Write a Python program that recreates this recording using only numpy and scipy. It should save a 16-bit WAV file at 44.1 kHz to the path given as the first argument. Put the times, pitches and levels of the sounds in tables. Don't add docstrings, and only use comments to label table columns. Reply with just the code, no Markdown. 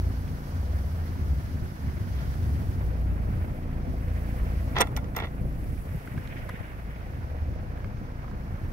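import sys
import numpy as np
from scipy import signal
from scipy.fft import rfft, irfft, next_fast_len
from scipy.io import wavfile

SR = 44100
rng = np.random.default_rng(int(sys.argv[2]) if len(sys.argv) > 2 else 0)


def volts_from_db(level):
    exponent = np.asarray(level, float) / 20
    return 10 ** exponent


def transcribe(u):
    v = np.clip(np.atleast_2d(u).T, -1, 1)
    q = np.round(v * 32767).astype(np.int16)
    wavfile.write(sys.argv[1], SR, q)


N = 384664
HZ = np.fft.rfftfreq(next_fast_len(N), 1 / SR) + 1e-3

# hz, likeness (0 to 1)
LIKENESS = [(30, 0.74), (100, 0.78), (300, 0.99), (1000, 0.63), (3000, 0.11), (7000, 0.019), (15000, .02)]
# time_s, chuff_db, tyre_roar_db, engine_bay_hiss_db, high_hiss_db
AROUND_LEVELS = [(0.0, -50.5, -52, -59, -60), (0.87, -49.5, -51, -59.5, -60), (1.8, -54, -51, -60.5, -61.5),
                 (2.31, -50.5, -49.5, -57.5, -59), (2.62, -49.5, -50.5, -60.5, -59),
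                 (3.1, -48.5, -53.5, -66, -64.5), (3.42, -47.5, -51.5, -65, -62),
                 (3.7, -48, -55.5, -66.5, -66.5), (4.25, -49, -50.5, -62.5, -60),
                 (4.69, -46, -52, -61.5, -60), (4.9, -45.5, -53.5, -67, -64),
                 (5.39, -51, -55.5, -68, -65.5), (5.8, -51.5, -56, -65.5, -59.5),
                 (6.29, -51, -50.5, -64.5, -62), (6.7, -52.5, -52, -67.5, -65),
                 (7.3, -52.5, -52.5, -66, -68), (8.09, -51, -52.5, -66.5, -69),
                 (8.72, -49.5, -50.5, -65.5, -66)]
# time_s, level_db
RUMBLE_LEVEL = [(0.0, -38), (.31, -34), (.44, -40), (1.4, -33.5), (1.63, -32), (1.73, -46), (1.87, -29.5),
                (2.08, -35.5), (2.2, -31.5), (3.42, -31), (3.62, -41), (3.9, -33.5), (4.25, -38),
                (4.7, -34), (5.8, -35.5), (5.94, -36), (6.04, -45), (6.17, -29.5), (6.22, -36),
                (6.35, -39.5), (6.7, -41.5), (7.0, -38.5), (7.3, -35.5), (8.1, -37.5), (8.72, -36)]
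# hz, density_db (per Hz)
RUMBLE_COLOUR = [(12, -34), (20, -14.5), (91, -3), (400, -28), (520, -47), (880, -120)]
TYRE_ROAR_COLOUR = [(530, -5.5), (900, 0), (1260, -2.5), (1480, 0.5), (2230, -6.5), (3400, -21),
                    (4420, -25.5), (7480, -120)]
SWISH_COLOUR = [(1000, -28), (1400, -3.5), (1900, 1), (2400, -2.5), (3000, -11), (4000, -20.5)]
ENGINE_BAY_COLOUR = [(1710, -20), (2900, 3.5), (3960, 1), (4460, 4), (5620, 3), (6520, -0.5), (7600, -14),
                     (9880, -56), (16700, -120)]
HIGH_HISS_COLOUR = [(4000, -67), (6800, -6), (8020, -4), (12500, 2.5), (15200, -3.5), (15750, 3)]
CHUFF_COLOUR = [(150, -68), (260, -9.5), (340, -15), (420, -15), (900, -19), (1050, -20.5), (1360, -23),
                (2310, -120)]
TAILPIPE_COLOUR = [(370, -28), (448, -10.5), (485, -9.5), (503, -1.5), (523, -12), (560, -10.5), (682, -9),
                   (770, -14), (900, -40)]
RUB_COLOUR = [(180, -41), (300, -8), (600, -1), (959, 0), (1370, -2.5), (1650, -4), (2000, 1.5), (2760, -4),
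              (3600, -5.5), (4700, -14), (6100, -29), (7540, -51), (15000, -34)]
# nearest_s, peak_db, approach_db_per_s, retreat_db_per_s
PASSING_CARS = [(4.55, -54.5, 5, 18), (6.4, -51, 12, 10)]
# time_s, pitch_hz, level_db
DRONES = [
    [(0.0, 91.6, -34), (.3, 88.8, -38.5), (.45, 87.2, -46), (.55, 85.7, -31), (1.15, 80.8, -32),
     (1.4, 78, -34), (1.7, 75.5, -39)],
    [(1.8, 72, -30), (2.05, 66.1, -43), (2.2, 63.6, -28), (2.6, 60.5, -44), (2.85, 59.74, -28.5),
     (3.1, 59.2, -28.5), (3.7, 55.56, -39)],
    [(1.8, 103, -46), (1.9, 99.8, -43), (2.08, 96.6, -57), (2.5, 93.7, -37), (3.35, 89.24, -33),
     (3.6, 87.5, -61)],
]
# peak_s, length_s, pitch_hz, level_db
BOOMS = [(.1, 0.36, 66, -34.5), (0.734, 0.63, 65, -28.5), (1.318, 0.27, 66, -25.5),
         (2.518, 0.27, 72, -26.5), (7.419, 0.47, 74.5, -31.5)]
# time_s, peak_db, length_s, left_over_right_db
BUMPS = [(4.422, -20, 0.019, 1), (4.972, -23, 0.017, 0), (5.789, -24, 0.016, -7), (5.979, -26.5, 0.0084, 3),
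         (6.174, -23, 0.0061, 1), (6.544, -26.5, 0.0058, -7), (6.61, -27, .01, 14)]
# time_s, first_order_db, orders_2_to_4_db, upper_orders_db
IDLE_LEVELS = [(0, -38, -30, -35.5), (.6, -38, -49, -37.5), (1.6, -38, -56, -39), (2.4, -49, -57, -44),
               (3.1, -34, -44, -39), (3.7, -30.5, -36, -35), (4.6, -38, -32, -36.5), (5.0, -42, -39.5, -37),
               (5.5, -34, -38, -40), (6.1, -42, -51, -47), (6.9, -42, -42, -47), (7.7, -35, -43.5, -43),
               (8.72, -36, -41.5, -40.5)]
# multiple of the firing rate, level_db
IDLE_ORDERS = [(1, -7), (2, 1.5), (3, -2.5), (4, -11.5), (5, -6.5), (6, -13.5), (7, -11), (8, -19.5),
               (9, -13.5), (11, -20.5), (12, -30.5), (13, -23.5)]
# time_s, level_db
TAILPIPE_LEVEL = [(0.0, -55), (0.31, -54), (0.8, -52), (1.02, -55.5), (1.92, -54.5), (2.6, -55.5),
                  (2.85, -49), (3.5, -49.5), (3.96, -48), (4.6, -49), (5.1, -51), (5.41, -52.5),
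                  (6.41, -51), (6.85, -54.5), (7.29, -49.5), (8.06, -53), (8.72, -54.5)]
# time_s, peak_db, pitch_hz, t60_s
TINKS = [(4.8125, -20.5, 8540, .02), (4.967, -43, 6200, .015), (4.972, -30, 12280, 0.013),
         (5.1643, -26, 13840, .015), (5.1645, -34, 14800, .015), (5.165, -33.5, 5200, 0.0096),
         (5.165, -42, 7030, .006), (5.18, -38, 13400, .015), (6.4917, -44, 11300, .012)]
# time_s, mode_peak_db, pitch_hz, left_over_right_db, crack_db, rattle_s
TICKS = [(0.2783, -44, 2500, -2.0, -50, 0.0022), (2.3411, -40, 1720, -2.5, -46, 0.003),
         (6.0752, -32, 1530, 0, -57, 0.0019), (6.1771, -33, 1630, -2, -55, 0.0034),
         (6.275, -43, 2340, -9, -44, 0.0033), (6.492, -29.5, 1230, 7, -44, 0.0029),
         (6.496, -28, 1470, 1, -46, 0.0049), (7.5386, -42, 1220, -2.0, -59, 0.0022),
         (7.775, -40.5, 1710, -6, -66, 0.0022), (7.845, -32, 1640, -7, -55, 0.0017),
         (7.972, -40, 1630, -5, -55, 0.0023), (8.2444, -39, 1230, -2, -60, .004),
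         (8.2814, -41, 1280, -5, -63, 0.0035), (8.3137, -37, 1140, -7, -53, .003)]
TICK_MODES = [(.82, 0.15), (1, 1), (1.33, 0.5)]
# start_s, loudest_s, stop_s, loudest_db, lowpass_at_loudest_hz
RUBS = [(4.743, 4.768, 4.803, -27.5, 11000), (4.803, 4.818, 4.835, -35, 3700),
        (5.152, 5.168, 5.258, -36.5, 4300), (2.14, 2.18, 2.215, -46.5, 11000), (9.4, 8.25, 9.9, -59, 3000)]
# pitch_hz, level_db, t60_s
LID_MODES = [(217, -10, .05), (310, -23, 0.042), (483, 1, 0.049), (702, -2, 0.062), (866, 3, 0.019),
             (1050, -1.5, 0.028), (1150, -3.5, 0.027), (1390, 1, 0.044), (1900, 3, 0.021),
             (2057, -3.5, 0.047), (2230, -1, 0.018), (2710, -7, 0.042), (3504, 1, 0.028),
             (5400, -21, 0.026), (5920, -10, 0.026)]
# time_s, mode_peak_db, crack_db, sizzle_db, rattle_s, favoured_hz
BLOWS = [(4.7558, -28, -58, -62, .003, 1900), (4.7613, -29, -42, -60, .003, 1200),
         (4.7665, -23, -46, -60, 0.0035, 2700), (4.777, -24, -48, -58, 0.0028, 1950),
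         (4.785, -19, -28, -35, 0.0044, 1000), (4.798, -21, -50, -55, .003, 2100),
         (4.804, -11.5, -27, -27, 0.0053, 480), (4.807, -19, -20, -23, .003, 1400),
         (4.8091, -8, -18, -14, 0.0022, 850), (4.8115, -16, -20.5, -16, 0.0028, 500),
         (4.8152, -10, -25, -18, 0.0022, 1900), (4.8172, -10.5, -22, -23, 0.0025, 2050),
         (4.8224, -24, -36, -38, 0.0033, 1300), (4.839, -31, -55, -55, 0.0027, 900),
         (4.8713, -32, -50, -41, .004, 1500), (4.9647, -31, -33.5, -34, 0.0067, 2400),
         (4.9683, -32, -38, -46, .004, 1990), (4.973, -24.5, -45, -44, .005, 1340),
         (4.982, -37, -56, -55, .004, 1400), (4.9865, -38, -61, -60, .004, 1200),
         (5.043, -42, -49, -62, .003, 2700), (5.149, -32, -60, -60, .004, 1150),
         (5.16, -36, -58, -60, .003, 2700), (5.1643, -21, -30, -29, .002, 1150),
         (5.168, -32, -40, -40, .003, 1100), (5.1735, -27, -45, -44, 0.0033, 1300),
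         (5.179, -28, -45, -40, .002, 1100), (5.188, -28, -50, -43, .002, 2600),
         (5.2, -31, -44, -39, .003, 1500), (5.201, -26, -52, -50, .002, 2300),
         (5.209, -32, -52, -50, .002, 2000), (5.225, -31, -58, -60, .002, 1300),
         (5.237, -34, -56, -60, 0.0018, 2600), (5.244, -29, -58, -60, .002, 2000),
         (5.2545, -35, -56, -60, 0.0016, 1900), (5.2703, -35, -61, -65, .003, 1800),
         (5.285, -45, -64, -65, .003, 1900)]
# hz, gain_db
CRACK_FILTER = [(2000, -15), (3000, 9.5), (4500, -0.5), (6000, 10.5), (7400, -8.5), (8500, -4),
                (10000, -30), (12000, -30)]
SIZZLE_FILTER = [(7000, -3), (9500, -2), (11000, -0.5), (13000, -5), (15000, -1), (16500, -29)]

ROAD_SIDE_LAG_S, TINK_LAG_S = 0.00036, -0.00037
LID_PANEL_LAG_S, LATCH_END_LAG_S = -0.00015, -0.00042
EARS = np.array([[1], [-1]])

FIRINGS_PER_S = 28.4
STRIKE = 0.78
BLOW_FOCUS_DB_PER_OCT = 6
RUB_START_DB, RUB_SAG_DB_PER_S, RUB_STOP_DB_PER_S = -21, 32, 506
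RUB_BRIGHTENS_OCT_PER_DB = 0.03
SLIPS_PER_S = 4000


def in_time(rows):
    time_s, *columns = np.transpose(rows)
    return [np.interp(np.arange(N) / SR, time_s, column) for column in columns]


def sounding(rows, fade_s):
    t = np.arange(N) / SR
    inside = np.minimum(t - rows[0][0], rows[-1][0] - t) / fade_s
    already_on = (rows[0][0] < .01) * (t < .5)
    return np.clip(inside + already_on, 0, 1)


def at_hz(points, outside=None):
    hz, value = np.transpose(points)
    return np.interp(np.log(HZ), np.log(hz), value, outside, outside)


def shaped(x, response):
    size = next_fast_len(N)
    return irfft(rfft(x, size) * response, size)[..., :N]


def rms_one(x):
    return x / np.sqrt(np.mean(x ** 2) + 1e-20)


def peak_one(x):
    return x / np.max(np.abs(x), axis=-1, keepdims=True)


def drift(rate_hz):
    pole = np.exp(-2 * np.pi * rate_hz * 40 / SR)
    noise = rng.standard_normal(N // 40 + 2002)
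    slow = signal.lfilter([1], [1, -2 * pole, pole * pole], noise)[2000:]
    return np.interp(np.arange(N) / 40, np.arange(len(slow)), rms_one(slow))


def placed(x, lag_s, pan_db):
    pair = np.broadcast_to(x, (2, N)) * volts_from_db(EARS * pan_db / 2)
    return shaped(pair, np.exp(-1j * np.pi * HZ * lag_s * EARS))


def bed(colour_points, level_db, flicker_db, pan_db):
    alike = np.clip(at_hz(LIKENESS), 0, 1)
    colour = volts_from_db(at_hz(colour_points, outside=-150))
    mid, side = rng.standard_normal((2, N))
    mid = shaped(mid, colour * np.sqrt(1 + alike))
    side = shaped(side, colour * np.sqrt(1 - alike))
    pair = rms_one(mid + side * EARS) * volts_from_db(level_db + flicker_db * drift(23.7))
    return placed(pair, ROAD_SIDE_LAG_S, pan_db)


def ring(x, hz, t60_s):
    pole, w = volts_from_db(-60 / (t60_s * SR)), 2 * np.pi * hz / SR
    return signal.lfilter([0, np.sin(w)], [1, -2 * pole * np.cos(w), pole * pole], x + 1e-18)


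def contact_samples(length_s):
    return np.clip(length_s, 3e-4, .02) * SR


def rattle(length_s, apart):
    n, length = int(.1 * SR), contact_samples(length_s)
    grains = rng.standard_normal((3, n)) * volts_from_db(8.2 * rng.standard_normal(n))
    hit = (grains[0] + apart * grains[1:]) * np.exp(-np.arange(n) / length)
    return hit / np.sqrt(np.sum(hit ** 2) / length)


def struck(length_s, apart):
    hit = rattle(length_s, apart)
    hit[:, 0] += STRIKE * np.sqrt(contact_samples(length_s))
    return hit


def surroundings():
    t = np.arange(N) / SR
    _, roar_db, bay_db, high_db = in_time(AROUND_LEVELS)
    rumble_db = in_time(RUMBLE_LEVEL)[0] + 1.5 * drift(3.6)
    cars_db = [peak_db - np.maximum(approach * (nearest_s - t), retreat * (t - nearest_s))
               for nearest_s, peak_db, approach, retreat in PASSING_CARS]
    swish_db = np.max(cars_db, axis=0)
    road = bed(RUMBLE_COLOUR, rumble_db, 1.85, 0.2) + bed(TYRE_ROAR_COLOUR, roar_db, 1.55, -2.2)
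    road = road + bed(SWISH_COLOUR, swish_db, 2.66, -2.5)
    return road + bed(ENGINE_BAY_COLOUR, bay_db, 1.0, -3.5) + bed(HIGH_HISS_COLOUR, high_db, 0.88, -0.15)


def drones():
    out, t = 0, np.arange(N) / SR
    for rows in DRONES:
        hz, level_db = in_time(rows)
        phase = 2 * np.pi * np.cumsum(hz) / SR + rng.uniform(0, 2 * np.pi)
        out = out + np.sqrt(2) * sounding(rows, 0.061) * volts_from_db(level_db) * np.sin(phase)
    for peak_s, length_s, hz, level_db in BOOMS:
        swell = np.cos(np.pi * np.clip((t - peak_s) / length_s, -.5, .5)) ** 2
        tone = np.sin(2 * np.pi * hz * t + rng.uniform(0, 2 * np.pi))
        out = out + np.sqrt(2) * volts_from_db(level_db) * swell * tone
    return placed(out, ROAD_SIDE_LAG_S, 0.65)


def bumps():
    out, t = 0, np.arange(N) / SR
    for time_s, peak_db, length_s, pan_db in BUMPS:
        u = 4 * (t - time_s) / length_s
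        out = out - volts_from_db(peak_db + EARS * pan_db / 2) * (1 - u ** 2) * np.exp(-u ** 2 / 2)
    return out


def idle():
    first_db, low_db, upper_db = in_time(IDLE_LEVELS)
    firing_hz = FIRINGS_PER_S * (1 + 0.002033 * drift(0.505))
    firing_phase = 2 * np.pi * np.cumsum(firing_hz) / SR
    tones = 0
    for order, order_db in IDLE_ORDERS:
        group_db = first_db if order == 1 else low_db if order <= 4 else upper_db
        waver_db = (1.5 + 0.13 * order) * drift(3.9 + 0.33 * order)
        phase = rng.normal(0, 1.0) + rng.normal(0, 0.064) * EARS
        wave = np.cos(order * firing_phase + phase)
        tones = tones + np.sqrt(2) * volts_from_db(order_db + group_db + waver_db) * wave
    chuff = bed(CHUFF_COLOUR, in_time(AROUND_LEVELS)[0], 1.45, -.5)
    chuff = chuff + bed(TAILPIPE_COLOUR, in_time(TAILPIPE_LEVEL)[0], 2.0, -1.6)
    puffs = 1 + 0.25 * np.cos(2 * firing_phase) + 0.18 * np.cos(firing_phase)
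    return placed(tones, ROAD_SIDE_LAG_S, 0.25) + chuff * puffs


def tinks():
    from_s, to_s, per_s = 5.4, 5.97, 36
    low_hz, high_hz, t60_s = 8570, 15000, 0.014
    quietest_db, spread_db = -57.5, 8
    chance = rng.random((int(per_s * (to_s - from_s)), 3))
    faint = [(from_s + a * (to_s - from_s), quietest_db + spread_db * b, low_hz * (high_hz / low_hz) ** c, t60_s)
             for a, b, c in chance]
    out = np.zeros((2, N))
    for time_s, peak_db, hz, t60_s in TINKS + faint:
        hit, at = rattle(.0015, .5), round(time_s * SR)
        out[:, at:at + hit.shape[1]] += volts_from_db(peak_db) * peak_one(ring(hit, hz, t60_s))
    return placed(out, TINK_LAG_S, .5)


def ticks():
    out, t60_s = np.zeros((2, N)), 0.016
    crack_band = signal.butter(2, (890, 4250), "band", fs=SR, output="sos")
    for time_s, peak_db, hz, pan_db, crack_db, rattle_s in TICKS:
        hit, at = struck(rattle_s, .3), round(time_s * SR)
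        modes = sum(share * peak_one(ring(hit, ratio * hz, t60_s)) for ratio, share in TICK_MODES)
        tick = volts_from_db(peak_db) * peak_one(modes) + volts_from_db(crack_db) * signal.sosfilt(crack_band, hit)
        out[:, at:at + hit.shape[1]] += volts_from_db(EARS * pan_db / 2) * tick
    return out


def scrape():
    sizes = volts_from_db(4.5 * np.minimum(rng.exponential(1, (2, N)), 5)) * rng.choice([-1, 1], (2, N))
    shared, uneven = sizes * (rng.random((2, N)) < SLIPS_PER_S / SR)
    slips = shared + uneven * np.array([[2.1], [0.43]])
    slips = rms_one(shaped(slips, volts_from_db(at_hz(RUB_COLOUR, outside=-150))))
    ringing = sum(volts_from_db(level_db) * ring(slips, hz, t60_s) for hz, level_db, t60_s in LID_MODES)
    return slips + volts_from_db(-3) * rms_one(ringing)


def rubbing():
    t, slips = np.arange(N) / SR, scrape()
    corners_hz = np.array([1500, 3000, 6000, 12000])
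    dulled = [rms_one(shaped(slips, 1 / (1 + (HZ / corner) ** 6))) for corner in corners_hz]
    out, catch_db = 0, 2.5 * drift(79)
    for start_s, top_s, stop_s, top_db, corner_hz in RUBS:
        rising_db = RUB_START_DB * np.clip((top_s - t) / (top_s - start_s), 0, 1)
        sag_db = RUB_SAG_DB_PER_S * np.maximum(t - top_s, 0)
        stop_db = RUB_STOP_DB_PER_S * np.maximum(t - stop_s, 0)
        below_db = rising_db - sag_db - stop_db
        place = np.log2(corner_hz / corners_hz[0]) - RUB_BRIGHTENS_OCT_PER_DB * below_db
        place = np.clip(place, 0, 3)
        mix = sum(np.clip(1 - np.abs(place - k), 0, 1) * x for k, x in enumerate(dulled))
        fade_in = np.clip((t - start_s) / 0.017, 0, 1)
        out = out + fade_in * volts_from_db(top_db + below_db + catch_db) * mix
    return placed(out, LID_PANEL_LAG_S, -10.0)


def latch():
    panel, edge, crack, sizzle = np.zeros((4, 2, N))
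    mode_hz = np.array(LID_MODES)[:, 0]
    low = mode_hz < 1600
    for time_s, peak_db, crack_db, sizzle_db, rattle_s, favoured_hz in BLOWS:
        hit, at = struck(rattle_s, .65), round(time_s * SR)
        octaves_away = np.abs(np.log2(mode_hz / favoured_hz))
        strengths_db = rng.normal(0, 1.5, len(LID_MODES)) - BLOW_FOCUS_DB_PER_OCT * octaves_away
        modes = np.array([volts_from_db(level_db + own_db) * peak_one(ring(hit, hz, t60_s))
                          for (hz, level_db, t60_s), own_db in zip(LID_MODES, strengths_db)])
        modes[::2] *= -1
        modes = volts_from_db(peak_db) * modes / np.max(np.abs(modes.sum(axis=0)))
        span = slice(at, at + hit.shape[1])
        panel[:, span] += modes[low].sum(axis=0)
        edge[:, span] += modes[~low].sum(axis=0)
        crack[:, span] += volts_from_db(crack_db) * rattle(.7 * rattle_s, .9)
        sizzle[:, span] += volts_from_db(sizzle_db) * rattle(.7 * rattle_s, .9)
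    crack = shaped(crack, volts_from_db(at_hz(CRACK_FILTER, -80)))
    sizzle = shaped(sizzle, volts_from_db(at_hz(SIZZLE_FILTER, -80)))
    body = placed(panel, LID_PANEL_LAG_S, -2.5) + placed(edge + crack, LATCH_END_LAG_S, -3.8)
    return body + placed(sizzle, LATCH_END_LAG_S, -.5)


def scene():
    return surroundings() + drones() + bumps() + idle() + tinks() + ticks() + rubbing() + latch()


def band_limit(x):
    return signal.sosfilt(signal.butter(12, 16510, fs=SR, output="sos"), x)


def record(dry):
    return band_limit(dry)


dry = scene()
out = record(dry)
transcribe(out)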